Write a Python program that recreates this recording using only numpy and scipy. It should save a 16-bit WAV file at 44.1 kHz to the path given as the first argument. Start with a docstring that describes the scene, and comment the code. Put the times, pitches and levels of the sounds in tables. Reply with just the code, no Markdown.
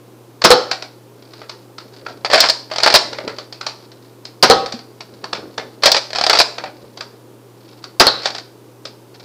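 """A small room, close to a camera microphone: a spring foam-dart blaster is fired three times and primed twice.
A shot is the catch letting go and the plunger slamming home; the dart thumps a panel a moment later and drops.
Priming drags a rattling slide back and forth in the hollow plastic shell, all built from bursts of noise bands
and decaying modes. A fan hums steadily as filtered noise and a sine; the loudest blows overload the microphone."""
import sys
import numpy as np
from scipy import signal
from scipy.fft import rfft, irfft
from scipy.io import wavfile

SR = 44100
rng = np.random.default_rng(int(sys.argv[2]) if len(sys.argv) > 2 else 0)


def log_audio(samples):
    """Write samples as a 16-bit WAV file to the path given in sys.argv[1]."""
    # one column per channel
    frames = np.atleast_2d(samples).T
    # limit to full scale, then quantise
    limited = np.clip(frames, -1, 1)
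    pcm = np.round(limited * 32767).astype(np.int16)
    wavfile.write(sys.argv[1], SR, pcm)


N = 407484
TIME = np.arange(N) / SR

# Event levels are relative: each source function sets its own balance on top.
# fan rush, spectrum: f/Hz, level/dB
FAN_RUSH = [(88, -51.5), (150, -12), (355, 2), (540, -6), (642, -12), (959, -12), (1580, -21), (1840, -24),
            (4780, -26), (7150, -29.5), (14500, -30.5)]
# faint fan rumble, spectrum: f/Hz, level/dB
FAN_RUMBLE = [(25, -18.5), (120, 39.0), (400, -17.5)]
RUSH_DB, RUMBLE_DB = -44.5, -64  # rms
HUM_HZ, HUM_DB = 120.4, -49  # rms

# colour of the room tail: f/Hz, level/dB
ROOM_COLOUR = [(80, -1), (500, 0), (2700, -4), (4500, -1.5), (8000, -2), (14000, 4)]

# spectrum of the plastic shell: f/Hz, level/dB
SHELL_COLOUR = [(71, -53.5), (120, -36.5), (404, -7.5), (614, -2), (1230, -8), (2240, -6), (3020, -8),
                (4500, -3.5), (5280, -6), (6570, -17), (7550, -19.5), (10800, -40), (14000, -49)]
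# resonances of the hollow shell: f/Hz, width/Hz, lift/dB
SHELL_CAVITIES = [(1350, 540, 5), (2330, 40, 2), (4630, 1200, 6.5)]

# spells of light ticking and dull rubbing, the blaster handled or the fallen dart rattling as it rolls:
# start t/s, end t/s, ticking level/dB, dull rub level/dB
TICK_AND_RUB_SPELLS = [(1.115, 1.7, -50, -52.5), (1.804, 2.35, -48, -40), (2.91, 3.498, -41, -37.5),
                       (3.498, 4.189, -51.5, -55), (4.842, 5.9, -54.5, -40.5), (6.1, 7.3, -56, -45),
                       (7.543, 7.95, -50, -60), (8.166, 8.425, -27, -48), (9.114, 9.278, -44, -55)]
# spectrum of the dull rub: f/Hz, level/dB
RUB_COLOUR = [(25, -24), (170, -3), (300, 6.5), (520, 4.5), (850, -10.5), (1600, -15), (5000, -57.5)]
# light knocks, of the trigger, the handled shell or a dart landing:
# t/s, body level/dB, snap re body level/dB, hollow pitch f/Hz
LIGHT_KNOCKS = [(0.418, -10.5, -5, 1080), (1.335, -31, -4, 401), (1.416, -24.5, -14.5, 589),
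                (1.494, -23.5, 0.5, 1150), (1.782, -24.5, -1.5, 1390), (2.064, -15.5, -11.5, 1400),
                (3.129, -17, -6, 505), (3.185, -12.5, -14.5, 594), (3.277, -14, -7.5, 454),
                (3.384, -19, -5, 606), (3.525, -27, 2, 755), (3.611, -19, -2, 1310),
                (3.665, -14.5, 0.5, 974), (4.252, -28.5, 4.5, 460), (4.722, -20, 1, 465),
                (5.006, -24, -3, 1000), (5.241, -17.5, -5, 1050), (5.33, -9.5, -7.5, 480),
                (5.579, -11.5, -8, 610), (6.582, -15, -9.5, 549), (6.638, -13.5, -13, 750),
                (6.973, -26.5, -2, 800), (7.007, -20.5, 0.5, 1240), (7.84, -26, 2, 1280),
                (8.853, -22.5, 0.5, 519)]
GRAZE_S, GRAZE_DB = 0.003, -19.5  # parts brush just before they meet

# dull bumps: t/s, f/Hz, level/dB
DULL_BUMPS = [(4.739, 238, -21.5)]

# slide rubbing along its rails: start t/s, end t/s, start level/dB, end level/dB
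SLIDE_STROKES = [(2.313, 2.48, -14.5, -22), (2.701, 2.97, -38.5, -34.5), (5.823, 5.986, -25.5, -59),
                 (6.15, 6.41, -24, -36.5)]
# slide takes up its play or runs into a stop: t/s, body level/dB, snap (treble) re body level/dB, hollow f/Hz
SLIDE_CLACKS = [(2.247, -5.5, -9, 800), (2.3, -8, -11.5, 537), (2.333, 5, -10.5, 620),
                (2.437, -1, -13, 910), (2.713, -11.5, -13.5, 616), (2.832, -1.5, -0.5, 730),
                (2.861, 4, -12, 790), (2.94, 6, -6, 606), (5.834, 0, -4.5, 1030), (5.857, 6, -5, 545),
                (5.945, -2, -7, 900), (5.965, -4, -3.5, 547), (6.296, 2, -4.5, 740),
                (6.388, -4.5, 4.5, 690)]
REBOUND_S, REBOUND_DB, CLACK_T60_S = 0.012, -7, 0.061  # the slide chatters once after each clack
# slide pushed forward over evenly spaced teeth: first tooth t/s, last tooth t/s, last tooth level/dB
TOOTH_RUNS = [(2.736, 2.783, -13), (6.104, 6.265, -7)]
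TOOTH_S, TOOTH_SNAP_DB, TOOTH_HZ, TOOTH_T60_S = 0.026, 1, 726, 0.034
TOOTH_RISE_DB = 7  # per doubling of the travel
# slide under load, sticking and slipping unevenly: first slip t/s, last slip t/s, first slip level/dB
SLIP_RUNS = [(2.356, 2.377, -7.5), (2.8, 2.826, -17.5), (2.877, 2.925, -7.5), (5.88, 5.891, -12),
             (6.33, 6.373, -6.5)]
SLIP_S, SLIP_JITTER_S, SLIP_T60_S = 0.022, 0.0017, 0.067
SLIP_SNAP_DB, SLIP_HZ, SLIP_SPREAD_OCTAVES = -1.5, 679, 0.16
SLIP_FALL_DB = 3  # each slip is weaker than the one before
# mechanism hits its stops and latches, shaking the spring: t/s, body level/dB, snap re body level/dB
LATCH_HITS = [(2.403, -7, 10.5), (2.487, -16.5, 8.5), (2.497, -11.5, 8.5), (2.949, 0, -1),
              (2.957, -1.5, 3.5), (5.861, -14.5, 7), (5.917, -11.5, 11), (6.400, -2, -1),
              (6.412, -8.5, 3.5)]
# ringing modes of the spring: f/Hz, level/dB, t60/s
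SPRING_MODES = [(4360, -41, 0.1), (4310, -19.5, 0.052), (5240, -1.5, 0.26), (5480, -9.5, 0.067)]
SPRING_DB = -29.5  # re the snap that shakes it

# fallen dart lands and bounces once: t/s, level/dB, time in the air/s
DART_DROPS = [(0.713, -8, 0.11), (4.66, -18, 0.13), (8.256, -7.5, .092)]
DROP_SNAP_DB, DROP_HZ, BOUNCE_DB = -2, 764, -12
# dart strikes the panel: t/s, thump f/Hz, thump level/dB, panel rattle level/dB, metallic ring level/dB
PANEL_HITS = [(0.5043, 476, 17, 1.5, -37), (4.4994, 499, 16.5, -1.5, -42), (8.068, 520, 1.5, -8.5, -9.5)]
# spectrum of the rattling panel: f/Hz, level/dB
PANEL_COLOUR = [(80, -28.5), (220, -5.5), (500, -6.5), (1200, 3.5), (2500, -15.5), (4300, 2.5),
                (5200, -11.5), (7000, -23), (14000, -70.5)]
# ringing modes of the panel: f/Hz, level/dB, t60/s
PANEL_RING = [(489, 3.5, 0.18), (526, -23, 0.24), (776, 1.5, 0.25), (1269, -5.5, 0.43)]
# metallic ringing modes: f/Hz, level/dB, t60/s
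METAL_RING = [(3940, -5, 0.35), (4410, 10, 0.1), (5070, -17, 0.21)]

# trigger pulls: t/s, catch level/dB, plunger level/dB
TRIGGER_PULLS = [(0.44, -2.5, 4.5), (4.426, 1.5, 1), (7.9976, 3, 2.5)]
# spectrum of the plunger slam: f/Hz, level/dB
PLUNGER_COLOUR = [(60, -65), (150, -3.5), (350, 3.5), (750, 6), (1300, 3.5), (2600, -6), (4400, -3),
                  (5400, -1), (7000, -19.5), (14000, -39)]
# spectrum of the spring rattling after a shot: f/Hz, level/dB
RATTLE_COLOUR = [(300, -38.5), (900, -12), (1250, -0.5), (2400, -10), (4300, -5.5), (5300, -5.5),
                 (8000, -77.5)]

TOP_HZ = 15300  # upper limit of the microphone channel


def undb(db):
    """Decibels to gain."""
    return 10 ** (np.asarray(db) / 20)


def unit(x):
    """Scale to rms 1."""
    return x / np.sqrt(np.mean(x ** 2) + 1e-20)


def add(track, s, sound):
    """Mix a sound into the track from time s."""
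    i = max(int(s * SR), 0)
    track[i:i + len(sound)] += sound[:max(len(track) - i, 0)]


def colour(points, f):
    """Gain of a (Hz, dB) spectrum at frequencies f."""
    hz, db = np.transpose(points)
    return undb(np.interp(np.log(f + 1), np.log(hz), db))


def tint(x, points):
    """Filter a sound with a spectrum."""
    f = np.fft.rfftfreq(len(x), 1 / SR)
    return irfft(rfft(x) * colour(points, f), len(x))


def fade(t, t60):
    """Exponential decay, 60 dB down at t60."""
    return np.exp(-np.log(1000) * t / np.maximum(t60, 1e-3))


def burst(gain_at, t60, low_hold, rise_s=0.00066, size=8192):
    """Crowded modes struck at once: half-octave noise bands, the low ones ringing longer; starts near rms 1."""
    t, f = np.arange(size) / SR, np.fft.rfftfreq(size, 1 / SR)
    centres = 62.5 * 2 ** (np.arange(17)[:, None] / 2)
    octaves = np.log2((f + 1) / centres)
    gains = np.clip(1 - 2 * np.abs(octaves), 0, 1) * gain_at(f)
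    contact = 1 - np.exp(-(t / rise_s) ** 2)
    band_t60 = t60 * (1000 / centres) ** low_hold
    bands = irfft(gains * rfft(rng.standard_normal(size))) * contact * fade(t, band_t60)
    # each band keeps the energy its gain asks for, however fast it fades
    balance = np.linalg.norm(gains, axis=1) / np.linalg.norm(bands, axis=1)
    sound = (bands * balance[:, None]).sum(0)
    return unit(sound) * np.sqrt(np.mean(fade(t, t60) ** 2))


def ring(modes, split=0, count=1, contact_s=0.00021, size=20000):
    """Decaying modes; each may split into close partials that beat roughly."""
    t = np.arange(size) / SR
    total = np.zeros(size)
    for hz, db, t60 in modes:
        for _ in range(count):
            partial_hz = hz * (1 + split * rng.standard_normal())
            polarity = rng.choice([-1, 1])
            total += polarity * undb(db) * fade(t, t60) * np.cos(2 * np.pi * partial_hz * t)
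    return (1 - np.exp(-t / contact_s)) * total / np.sqrt(count)


def shell_gain(f, snap_db=0, split_hz=3200):
    """The hollow plastic shell; a harder contact lifts its treble."""
    lift_db = sum(db / (1 + (2 * (f - hz) / width) ** 2) for hz, width, db in SHELL_CAVITIES)
    treble_share = f ** 6 / (f ** 6 + split_hz ** 6)
    return colour(SHELL_COLOUR, f) * undb(lift_db + snap_db * treble_share)


def clack(db, snap_db, t60, hollow_hz=650, hollow_db=7, hollow_q=5, spot_db=3.5, rise_s=0.00085):
    """Plastic strikes plastic: each spot on the shell has its own hollow pitch and favours other low modes."""
    spot_hz = np.geomspace(200, 14000, 48)
    # the high modes are too crowded to stand out singly
    favour_db = spot_db * rng.standard_normal(len(spot_hz)) * (spot_hz < 2600)
    spot = np.column_stack([spot_hz, favour_db])

    def gain_at(f):
        hollow = undb(hollow_db / (1 + (2 * hollow_q * (f / hollow_hz - 1)) ** 2))
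        return shell_gain(f, snap_db) * colour(spot, f) * hollow

    strength = undb(db) * np.hypot(1, undb(snap_db))  # body and snap together
    return strength * burst(gain_at, t60, low_hold=0.058, rise_s=rise_s)


def knock(db, snap_db, hz):
    """A light knock: a graze, the contact GRAZE_S later, then a softer bounce."""
    out = np.zeros(SR // 4)
    graze = clack(db + GRAZE_DB, snap_db, t60=0.04, hollow_hz=hz, rise_s=0.0014)
    contact = clack(db - 3, snap_db + 3, t60=0.036, hollow_hz=hz, hollow_db=8.5, rise_s=0.0012)
    bounce = clack(db - 15.5, snap_db - 1, t60=0.16, hollow_hz=hz)
    add(out, 0, graze)
    add(out, GRAZE_S, contact)
    add(out, GRAZE_S + rng.uniform(0.007, 0.02), bounce)
    return out


def friction(rate, spread_db, gain_at, count=6):
    """Stick-slip: tiny clicks (rate per second) of unequal size at several contact points, through a body."""
    out = np.zeros(N)
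    for _ in range(count):
        slips = np.zeros(N)
        at = np.flatnonzero(rng.random(N) < rate / count / SR)
        slips[at] = undb(spread_db * np.minimum(rng.exponential(size=len(at)), 4))
        body = burst(gain_at, t60=0.053, low_hold=0.33, rise_s=0.0015)
        out += signal.oaconvolve(slips, body)[:N]
    return unit(out)


def fan():
    """Steady rush of air over a motor hum and a faint rumble."""
    rush = undb(RUSH_DB) * unit(tint(rng.standard_normal(N), FAN_RUSH))
    rumble = undb(RUMBLE_DB) * unit(tint(rng.standard_normal(N), FAN_RUMBLE))
    hum = undb(HUM_DB) * np.sqrt(2) * np.sin(2 * np.pi * HUM_HZ * TIME)
    return rush + rumble + hum


def room(x, wet_db=-8.01, build_s=0.00083, echo_gain=0.1, move_s=0.2, count=6):
    """Near shelves echo within a short diffuse tail; patterns crossfade in turn as the blaster moves about."""
    out = x.copy()
    for place in range(count):
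        tail = burst(lambda f: colour(ROOM_COLOUR, f), t60=0.42, low_hold=0.031, rise_s=build_s, size=32768)
        response = undb(wet_db) * tail / np.linalg.norm(tail)
        for s in rng.uniform(0.004, 0.017, size=3):
            response[int(s * SR)] += echo_gain
        # a triangle move_s either side of this place's turn, repeating
        share = np.clip(1 - np.abs((TIME / move_s - place + 1) % count - 1), 0, 1)
        out += signal.oaconvolve(np.sqrt(share) * x, response)[:N]
    return out


def ticks_rubs_and_knocks():
    """Stick-slip ticks and dull rubs swell and sink, among light knocks: parts handled or a dart come to rest."""
    out = np.zeros(N)
    ticks = friction(90, spread_db=3.3, gain_at=shell_gain)
    rub = friction(160, spread_db=5, gain_at=lambda f: colour(RUB_COLOUR, f))
    for start, end, ticks_db, rub_db in TICK_AND_RUB_SPELLS:
        swell = np.sin(np.pi * np.clip((TIME - start) / (end - start), 0, 1))
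        out += swell * (undb(ticks_db) * ticks + undb(rub_db) * rub)
    for s, db, snap_db, hz in LIGHT_KNOCKS:
        add(out, s - GRAZE_S, knock(db, snap_db, hz))
    return out


def bumps():
    """A dull bump is one short low mode."""
    out = np.zeros(N)
    for s, hz, db in DULL_BUMPS:
        add(out, s, ring([(hz, db, 0.12)]))
    return out


def evenly(first, last, step_s):
    """Evenly spaced times from first to last, about step_s apart."""
    return np.linspace(first, last, round((last - first) / step_s) + 1)


def slide_blows():
    """Blows of the slide as (s, body dB, snap dB, hollow Hz, t60 s): stops and rebounds, ratchet teeth, judder."""
    for s, db, snap_db, hz in SLIDE_CLACKS:
        yield s, db - 6.5, snap_db + 4, hz, CLACK_T60_S
        yield s + REBOUND_S, db - 7.5 + REBOUND_DB, snap_db + 6, hz, CLACK_T60_S
    for first, last, db in TOOTH_RUNS:
        teeth = evenly(first, last, TOOTH_S)
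        for k, s in enumerate(teeth):
            # the force grows with the travel
            tooth_db = db + TOOTH_RISE_DB * np.log2((k + 1) / len(teeth))
            yield s, tooth_db, TOOTH_SNAP_DB, TOOTH_HZ, TOOTH_T60_S
    for first, last, db in SLIP_RUNS:
        for k, s in enumerate(evenly(first, last, SLIP_S)):
            late, pitch = rng.standard_normal(2)
            hz = SLIP_HZ * 2 ** (SLIP_SPREAD_OCTAVES * pitch)
            yield s + SLIP_JITTER_S * late, db - SLIP_FALL_DB * k, SLIP_SNAP_DB, hz, SLIP_T60_S


def priming():
    """The slide scrapes, clatters over the ratchet and latches against the spring."""
    pressure = np.zeros(N)
    for start, end, start_db, end_db in SLIDE_STROKES:
        pressure += np.interp(TIME, [start, end], undb([start_db, end_db]), left=0, right=0)
    out = pressure * friction(700, spread_db=3.5, gain_at=lambda f: shell_gain(f, snap_db=-4))
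    for s, db, snap_db in LATCH_HITS:
        add(out, s, clack(db, snap_db, t60=0.048))
        add(out, s, undb(db + snap_db + SPRING_DB) * ring(SPRING_MODES, split=0.035, count=12))
    for s, db, snap_db, hz, t60 in slide_blows():
        add(out, s, clack(db, snap_db, t60=t60, hollow_hz=hz, hollow_db=8.5))
    return out


def drops():
    """The spent dart falls and bounces once, each landing a light knock."""
    out = np.zeros(N)
    for s, db, air_s in DART_DROPS:
        add(out, s - GRAZE_S, knock(db, DROP_SNAP_DB, DROP_HZ))
        add(out, s + air_s - GRAZE_S, knock(db + BOUNCE_DB, DROP_SNAP_DB, DROP_HZ))
    return out


def dart(rebound_s=0.0081):
    """The soft tip thumps a panel, which rings on and rattles as it springs back."""
    out = np.zeros(N)
    for s, hz, thump_db, rattle_db, metal_db in PANEL_HITS:
        thump = ring([(hz, thump_db, 0.022)])
        panel_ring = undb(thump_db - 25) * ring(PANEL_RING, split=0.07, count=6)
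        slap = clack(rattle_db + 6, snap_db=-0.5, t60=0.016, rise_s=0.0001)
        metal = undb(metal_db) * ring(METAL_RING, split=0.027, count=20)
        rattle = undb(rattle_db) * burst(lambda f: colour(PANEL_COLOUR, f), t60=0.096, low_hold=0.06)
        for part in (thump, panel_ring, slap, metal):
            add(out, s, part)
        add(out, s + rebound_s, rattle)
    return out


def shots(travel_s=0.006, rattle_db=-17):
    """The catch snaps, then the plunger slams home and leaves the spring rattling."""
    out = np.zeros(N)
    for s, catch_db, plunger_db in TRIGGER_PULLS:
        catch = clack(catch_db - 10.5, snap_db=6.5, t60=0.084, rise_s=0.00072)
        slam = undb(plunger_db) * burst(lambda f: colour(PLUNGER_COLOUR, f), t60=0.1, low_hold=0.013)
        rattle = burst(lambda f: colour(RATTLE_COLOUR, f), t60=0.55, low_hold=0, size=32768)
        add(out, s, catch)
        add(out, s + travel_s, slam)
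        add(out, s + travel_s, undb(rattle_db) * rattle)
    return out


def scene():
    """One microphone hears it all; both channels carry it."""
    near = ticks_rubs_and_knocks() + bumps() + priming() + drops() + dart() + shots()
    mono = fan() + room(near)
    return np.array([mono, mono])


def record(dry):
    """The microphone input clips flat at full scale, then everything above TOP_HZ is cut."""
    clipped = np.clip(dry, -1, 1)
    top_cut = signal.ellip(8, 0.2, 70, TOP_HZ, fs=SR, output="sos")
    return signal.sosfilt(top_cut, clipped)


dry = scene()
out = record(dry)
log_audio(out)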